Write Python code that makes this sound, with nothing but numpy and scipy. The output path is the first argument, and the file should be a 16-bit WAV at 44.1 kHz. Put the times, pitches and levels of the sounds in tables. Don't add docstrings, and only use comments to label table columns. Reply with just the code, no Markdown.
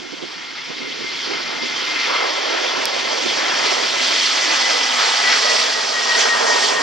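import sys
import numpy as np
from scipy import signal
from scipy.io import wavfile

SR = 44100
rng = np.random.default_rng(int(sys.argv[2]) if len(sys.argv) > 2 else 0)


def dump(signal):
    limited = np.clip(np.atleast_2d(signal).T, -1, 1)
    pcm = np.round(limited * 32767).astype(np.int16)
    wavfile.write(sys.argv[1], SR, pcm)


N = 300762
FRAME, HOP = 1024, 256
HZ = np.maximum(np.fft.rfftfreq(FRAME, 1 / SR), 1)[:, None]
FRAME_S = np.arange(-(-N // HOP) + 1) * HOP / SR
SAMPLE_S = np.arange(N) / SR


# time_s, level_db
INTAKE_LEVEL = [(0.03, -36.5), (.6, -33), (1.0, -30.5), (1.17, -28), (1.58, -28), (1.85, -24.5),
                (2.09, -23), (2.22, -25), (2.65, -24.5), (2.85, -25), (3.15, -24), (3.35, -22.5),
                (3.9, -21.5), (4.24, -19), (4.36, -20.5), (4.5, -19.5), (4.8, -20), (5.35, -19.5),
                (5.59, -18.5), (5.78, -23.5), (6.06, -23), (6.21, -16.5), (6.33, -23.5), (6.52, -21.3),
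                (6.65, -18), (6.8, -24.5)]
# centre_s, change_db
INTAKE_GUSTS = [(2.08, 1), (2.68, 1), (3.68, 2), (4.91, -2), (5.03, 1.5), (5.34, 1.7), (5.42, -0.5)]
# frequency_hz, density_db
INTAKE_SPECTRUM = [(200, -77), (900, -32), (1500, -15.5), (1950, -2), (2450, -0.3), (2800, -1.5),
                   (3200, 1.5), (3800, -2), (4280, 1.5), (4470, 3), (4700, 2), (5500, 0.5), (6300, -5),
                   (7300, -12), (9000, -21.5), (10000, -44.5)]
# time_s, ratio_db
INTAKE_TREBLE = [(0, -18.5), (.6, -23), (2.0, -23), (4.2, -15.5), (6.82, -12.5)]

def fan_hiss():
    treble_db, = in_time(INTAKE_TREBLE)
    spectrum_db, = by_frequency(INTAKE_SPECTRUM)
    main_hz, top_hz = (2300, 5500), (6500, 9000)
    unabsorbed = from_db(spectrum_db)
    clear_db = 20 * np.log10(band_rms(unabsorbed, top_hz) / band_rms(unabsorbed, main_hz))
    air_db = (treble_db - clear_db) * np.minimum(HZ / 6800, 1.35) ** 2
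    hiss = shaped_noise(spectrum_db + air_db, intake_level() - .6, main_hz)
    return hiss * turbulence(rate_hz=19.7, shared_db=0.44, patchy_db=1.61)


def intake_level():
    return in_time(INTAKE_LEVEL)[0] + swells(INTAKE_GUSTS, half_s=0.051)


# time_s, pitch_hz
BLADE_PITCH = [(0, 2134), (.7, 2120), (1.05, 2100), (1.9, 2095), (3.0, 2072), (3.55, 2052), (4.0, 2028),
               (5.1, 1988), (5.3, 1970), (5.55, 1938), (5.95, 1905), (6.15, 1898), (6.55, 1860),
               (6.82, 1843)]
# time_s, level_db
WHINE_LEVEL = [(0, -43), (.4, -44.5), (1.9, -32), (2.7, -38), (4.3, -34), (4.7, -30), (5.6, -31),
               (6.82, -29)]
# centre_s, half_length_s, change_db
WHINE_FLARES = [(.75, .025, -12), (.84, .04, 4), (1.08, .04, 7), (1.26, .04, -13), (1.36, .03, 6),
                (1.44, .02, -12), (2.0, .03, 5), (2.14, .03, 7), (2.23, .04, 9), (2.85, .03, -13),
                (2.94, .04, 7), (3.03, .03, 7.5), (3.68, .035, 5), (3.82, .025, -9), (4.4, .025, 4),
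                (4.5, .035, 6), (4.66, .03, 7.5), (5.28, .055, 10.5), (5.5, .025, 5.5), (5.7, .02, -8),
                (5.77, .03, 3), (5.89, .035, -15), (5.97, .04, 7), (6.14, .04, 13), (6.33, .045, 8.5),
                (6.44, .022, -10), (6.53, .06, 8.5), (6.63, .025, 4), (6.72, .025, -4), (6.78, .025, 7.5)]
# time_s, scatter_ratio
WHINE_SCATTER = [(0, .85), (3.5, .8), (4.5, .4), (5.3, .3), (6.82, .28)]

def fan_whine(jitter=0.001995, skirt_db=-10, low_ratio=.648):
    pitch_hz, = in_time(BLADE_PITCH, SAMPLE_S)
    scatter, = in_time(WHINE_SCATTER, SAMPLE_S)
    flare_db = sum(db * bell(SAMPLE_S - s, half_s) for s, half_s, db in WHINE_FLARES)
    level_db = in_time(WHINE_LEVEL, SAMPLE_S)[0] + flare_db
    phase = 2 * np.pi * np.cumsum(pitch_hz * (1 + jitter * wander(10.4))) / SR
    skirt = from_db(skirt_db) * (wander(70) * np.cos(phase) + wander(70) * np.sin(phase))
    blades = from_db(level_db) * (scattered_tone(phase, scatter) + skirt)
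    airframe_db, _ = in_time(FLOW_LEVELS, SAMPLE_S)
    low_tone = from_db(airframe_db - 13.5) * scattered_tone(low_ratio * phase, scatter=0.39)
    return blades + low_tone


# time_s, airframe_db, jet_db
FLOW_LEVELS = [(0.03, -40.5, -53), (0.22, -42, -47), (0.43, -40, -56), (0.92, -39.5, -47.5),
               (1.24, -36.5, -48), (1.33, -33, -42.5), (1.6, -34, -40), (2.03, -28.5, -40.5),
               (2.09, -28.5, -31), (2.4, -28, -30), (2.68, -27, -30), (3.0, -30.5, -32.5), (3.35, -30, -31),
               (3.57, -24, -33), (3.69, -27, -28.5), (4.19, -28, -37), (4.46, -27.5, -35),
               (4.56, -23.5, -33.5), (4.8, -28.5, -33), (4.93, -27, -39), (4.99, -22, -33),
               (5.57, -26, -33), (5.88, -29.5, -35.5), (6.2, -23.5, -32), (6.42, -23, -28.5),
               (6.8, -26.5, -28)]
# frequency_hz, density_db
AIRFRAME_SPECTRUM = [(80, -63), (400, -36), (700, -6), (950, -1.5), (1130, -1.5), (1300, 1.5), (1450, -1),
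                     (1700, 0.5), (2300, -7), (4000, -33), (10000, -72)]
# frequency_hz, density_db
JET_SPECTRUM = [(30, -75), (120, -57), (280, -7.5), (370, .5), (520, 4.5), (620, 5), (780, 2), (1100, 2),
                (2000, -56), (8000, -80)]

def roar():
    airframe_db, jet_db = in_time(FLOW_LEVELS)
    pitch_hz, = in_time(BLADE_PITCH)
    shifted_db, = by_frequency(AIRFRAME_SPECTRUM, doppler=pitch_hz / 2000)
    airframe = shaped_noise(shifted_db, airframe_db - 1.72, band_hz=(850, 1750))
    jets = shaped_noise(by_frequency(JET_SPECTRUM)[0], jet_db - 1.3, band_hz=(400, 750))
    return np.hypot(airframe, jets) * turbulence(rate_hz=14.4, shared_db=1.0, patchy_db=1.15)


# centre_s, frequency_hz, half_length_s, half_width_octaves, rise_db
SURGES = [(2.16, 1250, 0.073, 0.38, 9), (2.46, 316, 0.17, 0.18, 9.5), (3.417, 1810, 0.041, .25, 6),
          (5.047, 795, 0.5, 0.14, 4.5), (5.316, 1910, 0.063, 0.49, 5), (5.53, 560, 0.11, 0.2, 8.5),
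          (6.55, 964, 0.27, 0.061, 7.5)]

def surges():
    return from_db(sum(db * bell(FRAME_S - s, half_s) * bell(np.log2(HZ / hz), half_octaves)
                       for s, hz, half_s, half_octaves, db in SURGES))


# frequency_hz, density_db
RASP_SPECTRUM = [(2000, -55), (2850, -24), (3080, -0.5), (3380, 0), (3600, 1), (5000, -42)]

def rasp():
    band = shaped_noise(by_frequency(RASP_SPECTRUM)[0], rasp_level(FRAME_S), band_hz=(2900, 3600))
    return band * turbulence(rate_hz=23, shared_db=2.0, patchy_db=3.5)


# centre_s, rise_db
RASP_SWELLS = [(1.2, 6.5), (1.78, 4), (2.36, 5.5), (2.66, 8), (3.3, 6.5), (3.47, 4), (3.58, 3), (3.7, 0),
               (3.85, 5), (4.09, 7), (4.24, 5.5), (4.82, 3), (5.0, 6)]

def rasp_level(times, offset_db=-13, fade_db_per_s=0.6):
    steady_db = in_time(INTAKE_LEVEL, times)[0] + offset_db - fade_db_per_s * times
    return steady_db + swells(RASP_SWELLS, half_s=0.061, times=times)


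# pitch_hz, relative_db
WHISTLES = [(3090, -7), (3210, -4.5), (3330, -5), (3470, -8)]

def whistles(waver_hz=35, flicker_db=3.5):
    tones = 0
    for hz, db in WHISTLES:
        phase = 2 * np.pi * np.cumsum(hz + waver_hz * wander(7)) / SR
        tones += from_db(db + flicker_db * wander(17)) * scattered_tone(phase, scatter=1)
    return from_db(rasp_level(SAMPLE_S)) * tones


# time_s, level_db
BUFFET_LEVEL = [(0, -43.5), (.5, -49), (1.0, -45.5), (1.7, -42), (2.0, -42.5), (2.4, -51), (3.3, -41),
                (4.1, -43), (5.1, -49.5), (5.9, -50.5), (6.82, -44)]
# frequency_hz, density_db
BUFFET_SPECTRUM = [(30, -70), (70, -52), (110, -19), (160, -3), (230, 5.5), (340, 4.5), (490, -5),
                   (700, -6), (4000, -81)]
# centre_s, half_length_s, level_db
BUMPS = [(.135, 0.0082, -36), (0.236, 0.02, -37), (0.708, 0.011, -33), (0.845, 0.084, -40),
         (1.035, 0.05, -39), (1.315, 0.055, -35), (1.637, 0.021, -36), (2.78, .025, -38),
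         (3.26, .03, -35.5)]
# frequency_hz, density_db
BUMP_SPECTRUM = [(30, -70), (110, -22), (160, -5), (230, 5), (350, 2.5), (490, -0.5), (700, -12),
                 (4000, -81)]

def buffeting(band_hz=(120, 350)):
    steady = shaped_noise(by_frequency(BUFFET_SPECTRUM)[0], in_time(BUFFET_LEVEL)[0], band_hz)
    envelope = sum(from_db(db) * bell(FRAME_S - s, half_s) for s, half_s, db in BUMPS)
    bumps = envelope * shaped_noise(by_frequency(BUMP_SPECTRUM)[0], 0, band_hz)
    return np.hypot(steady, bumps) * turbulence(rate_hz=41, shared_db=0.4, patchy_db=1.5)


# start_s, level_db, left_minus_right_db
TICKS = [(2.8553, -5, -9)]
# pitch_hz, relative_db, t60_s
TICK_MODES = [(5360, 4, 0.0023), (8100, -12, 0.0048), (10800, -11, 0.0037), (12800, -30, .006)]

def tick():
    stereo = np.zeros((2, N))
    age_s = np.arange(SR // 20) / SR
    ring = sum(from_db(db) * np.exp(-np.log(1000) * age_s / t60_s) * np.sin(2 * np.pi * hz * age_s)
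               for hz, db, t60_s in TICK_MODES)
    for start_s, db, pan_db in TICKS:
        start = round(start_s * SR)
        stereo[:, start:start + len(ring)] += from_db([[db + pan_db / 2], [db - pan_db / 2]]) * ring
    return signal.sosfilt(signal.butter(1, 900, "high", fs=SR, output="sos"), stereo + 1e-18)


# frequency_hz, density_db
SIZZLE_SPECTRUM = [(4000, -20), (9000, -2), (10000, -1), (11000, 1), (13000, 0), (16000, -1)]

def high_sizzle():
    return shaped_noise(by_frequency(SIZZLE_SPECTRUM)[0], intake_level() - 41.5, band_hz=(10000, 16000))


# time_s, level_db
BREEZE_LEVEL = [(0, -80), (2.2, -81), (3.2, -79), (5.2, -73), (5.9, -74), (6.82, -71)]
# centre_s, rise_db
BREEZE_PUFFS = [(.55, 2), (1.03, 15), (1.5, 4), (4.65, 9)]
# frequency_hz, density_db
BREEZE_SPECTRUM = [(20, -19), (50, -25), (80, -4), (115, 3), (150, 7), (250, -15), (2000, -70)]

def breeze():
    level_db = in_time(BREEZE_LEVEL)[0] + swells(BREEZE_PUFFS, half_s=0.049)
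    bass = shaped_noise(by_frequency(BREEZE_SPECTRUM)[0], level_db, band_hz=(40, 110))
    return bass * turbulence(rate_hz=7.3, shared_db=3.5, patchy_db=1.5)


# time_s, lag_ms, strength_ratio
GROUND_ECHO = [(0, 2.25, .3), (2.2, 2.2, .25), (3.0, 2.3, .12), (4.2, 3.0, .15), (4.55, 3.45, .6),
               (4.8, 3.95, .75), (5.15, 4.4, .72), (5.6, 4.55, .65), (6.82, 4.6, .52)]

def with_ground_echo(direct, scatter_hz=537):
    lag_ms, strength = in_time(GROUND_ECHO, SAMPLE_S)
    dull = signal.sosfiltfilt(signal.butter(2, scatter_hz, fs=SR, output="sos"), direct)
    echo = np.array([np.interp(SAMPLE_S - lag_ms / 1000, SAMPLE_S, side) for side in dull])
    return direct + strength * echo


# frequency_hz, left_minus_right_db, left_lead_rad, coherence_ratio
MICROPHONE_PORTS = [(40, -5, 2.6, .4), (90, -9.6, 2.86, .85), (250, -9.7, 2.66, .96),
                    (500, -6.8, 2.08, .988), (1000, -1.6, 1.3, .982), (1600, 1.6, .95, .935),
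                    (2050, 7.8, .3, .91), (2350, 2, -.63, .84), (2750, -3.1, -.75, .54),
                    (3050, -1, .05, .88), (4400, -1.6, -.26, .96), (6300, -6.4, -.45, .85),
                    (8100, -6.5, -.5, .75), (9200, -18, -1, .07), (10200, -.8, -.66, .03)]

def microphone(noise_gain, tones):
    balance_db, lead_rad, coherence = by_frequency(MICROPHONE_PORTS)
    left_gain = from_db(balance_db)
    shared, *separate = to_frames(rng.standard_normal((3, N)))
    coherent = np.sqrt(coherence) * noise_gain * shared + to_frames(tones)
    incoherent = np.sqrt(1 - coherence) * noise_gain * np.array(separate)
    response = np.array([left_gain * np.exp(.5j * lead_rad), np.exp(-.5j * lead_rad)])
    mono_gain = np.sqrt(1 + left_gain ** 2 + 2 * left_gain * coherence * np.cos(lead_rad)) / 2
    ports = (coherent + incoherent) * response / mono_gain
    return signal.istft(ports, nperseg=FRAME, noverlap=FRAME - HOP)[1][:, :N]


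def turbulence(rate_hz, shared_db, patchy_db):
    patches = drift(rate_hz, count=32)
    third_octave = 3 * np.log2(np.maximum(HZ, 20) / 20)
    blend = np.maximum(1 - np.abs(third_octave - np.arange(len(patches))), 0)
    return from_db(shared_db * drift(rate_hz) + patchy_db * blend @ patches)


def scattered_tone(phase, scatter):
    phasor = (1 + scatter * (wander(27) + 1j * wander(27))) / np.sqrt(1 + 2 * scatter ** 2)
    return np.sqrt(2) * np.real(phasor * np.exp(1j * phase))


def drift(rate_hz, count=1):
    pole = np.exp(-2 * np.pi * rate_hz * HOP / SR)
    white = rng.standard_normal((count, 2 * len(FRAME_S)))
    slow = signal.lfilter([1], [1, -2 * pole, pole * pole], white)[:, -len(FRAME_S):]
    return slow / slow.std()


def wander(rate_hz):
    return np.interp(SAMPLE_S, FRAME_S, drift(rate_hz)[0])


def shaped_noise(spectrum_db, level_db, band_hz):
    gain = from_db(spectrum_db)
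    return gain / band_rms(gain, band_hz) * from_db(level_db)


def band_rms(gain, band_hz):
    inside = (HZ >= band_hz[0]) & (HZ <= band_hz[1])
    return np.sqrt(np.mean(gain ** 2 * inside, axis=0))


def swells(rows, half_s, times=FRAME_S):
    return sum(db * bell(times - s, half_s) for s, db in rows)


def bell(offset, half_width):
    return np.exp(-(offset / half_width) ** 2)


def in_time(rows, times=FRAME_S):
    time_s, *columns = np.transpose(rows)
    return [np.interp(times, time_s, column) for column in columns]


def by_frequency(rows, doppler=1):
    hz, *columns = np.transpose(rows)
    return [np.interp(np.log(HZ / doppler), np.log(hz), column) for column in columns]


def to_frames(sound):
    return signal.stft(sound, nperseg=FRAME, noverlap=FRAME - HOP)[2]


def from_db(db):
    return 10 ** (np.asarray(db) / 20)


def scene():
    noises = fan_hiss(), rasp(), roar(), buffeting(), high_sizzle(), breeze()
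    noise_gain = np.sqrt(sum(gain ** 2 for gain in noises)) * surges()
    tones = fan_whine() + whistles()
    return with_ground_echo(microphone(noise_gain, tones)) + tick()


def record(dry, cutoff_hz=15900):
    low_pass = signal.ellip(12, .1, 80, cutoff_hz, fs=SR, output="sos")
    return signal.sosfilt(low_pass, np.clip(dry, -1, 1))


dry = scene()
out = record(dry)
dump(out)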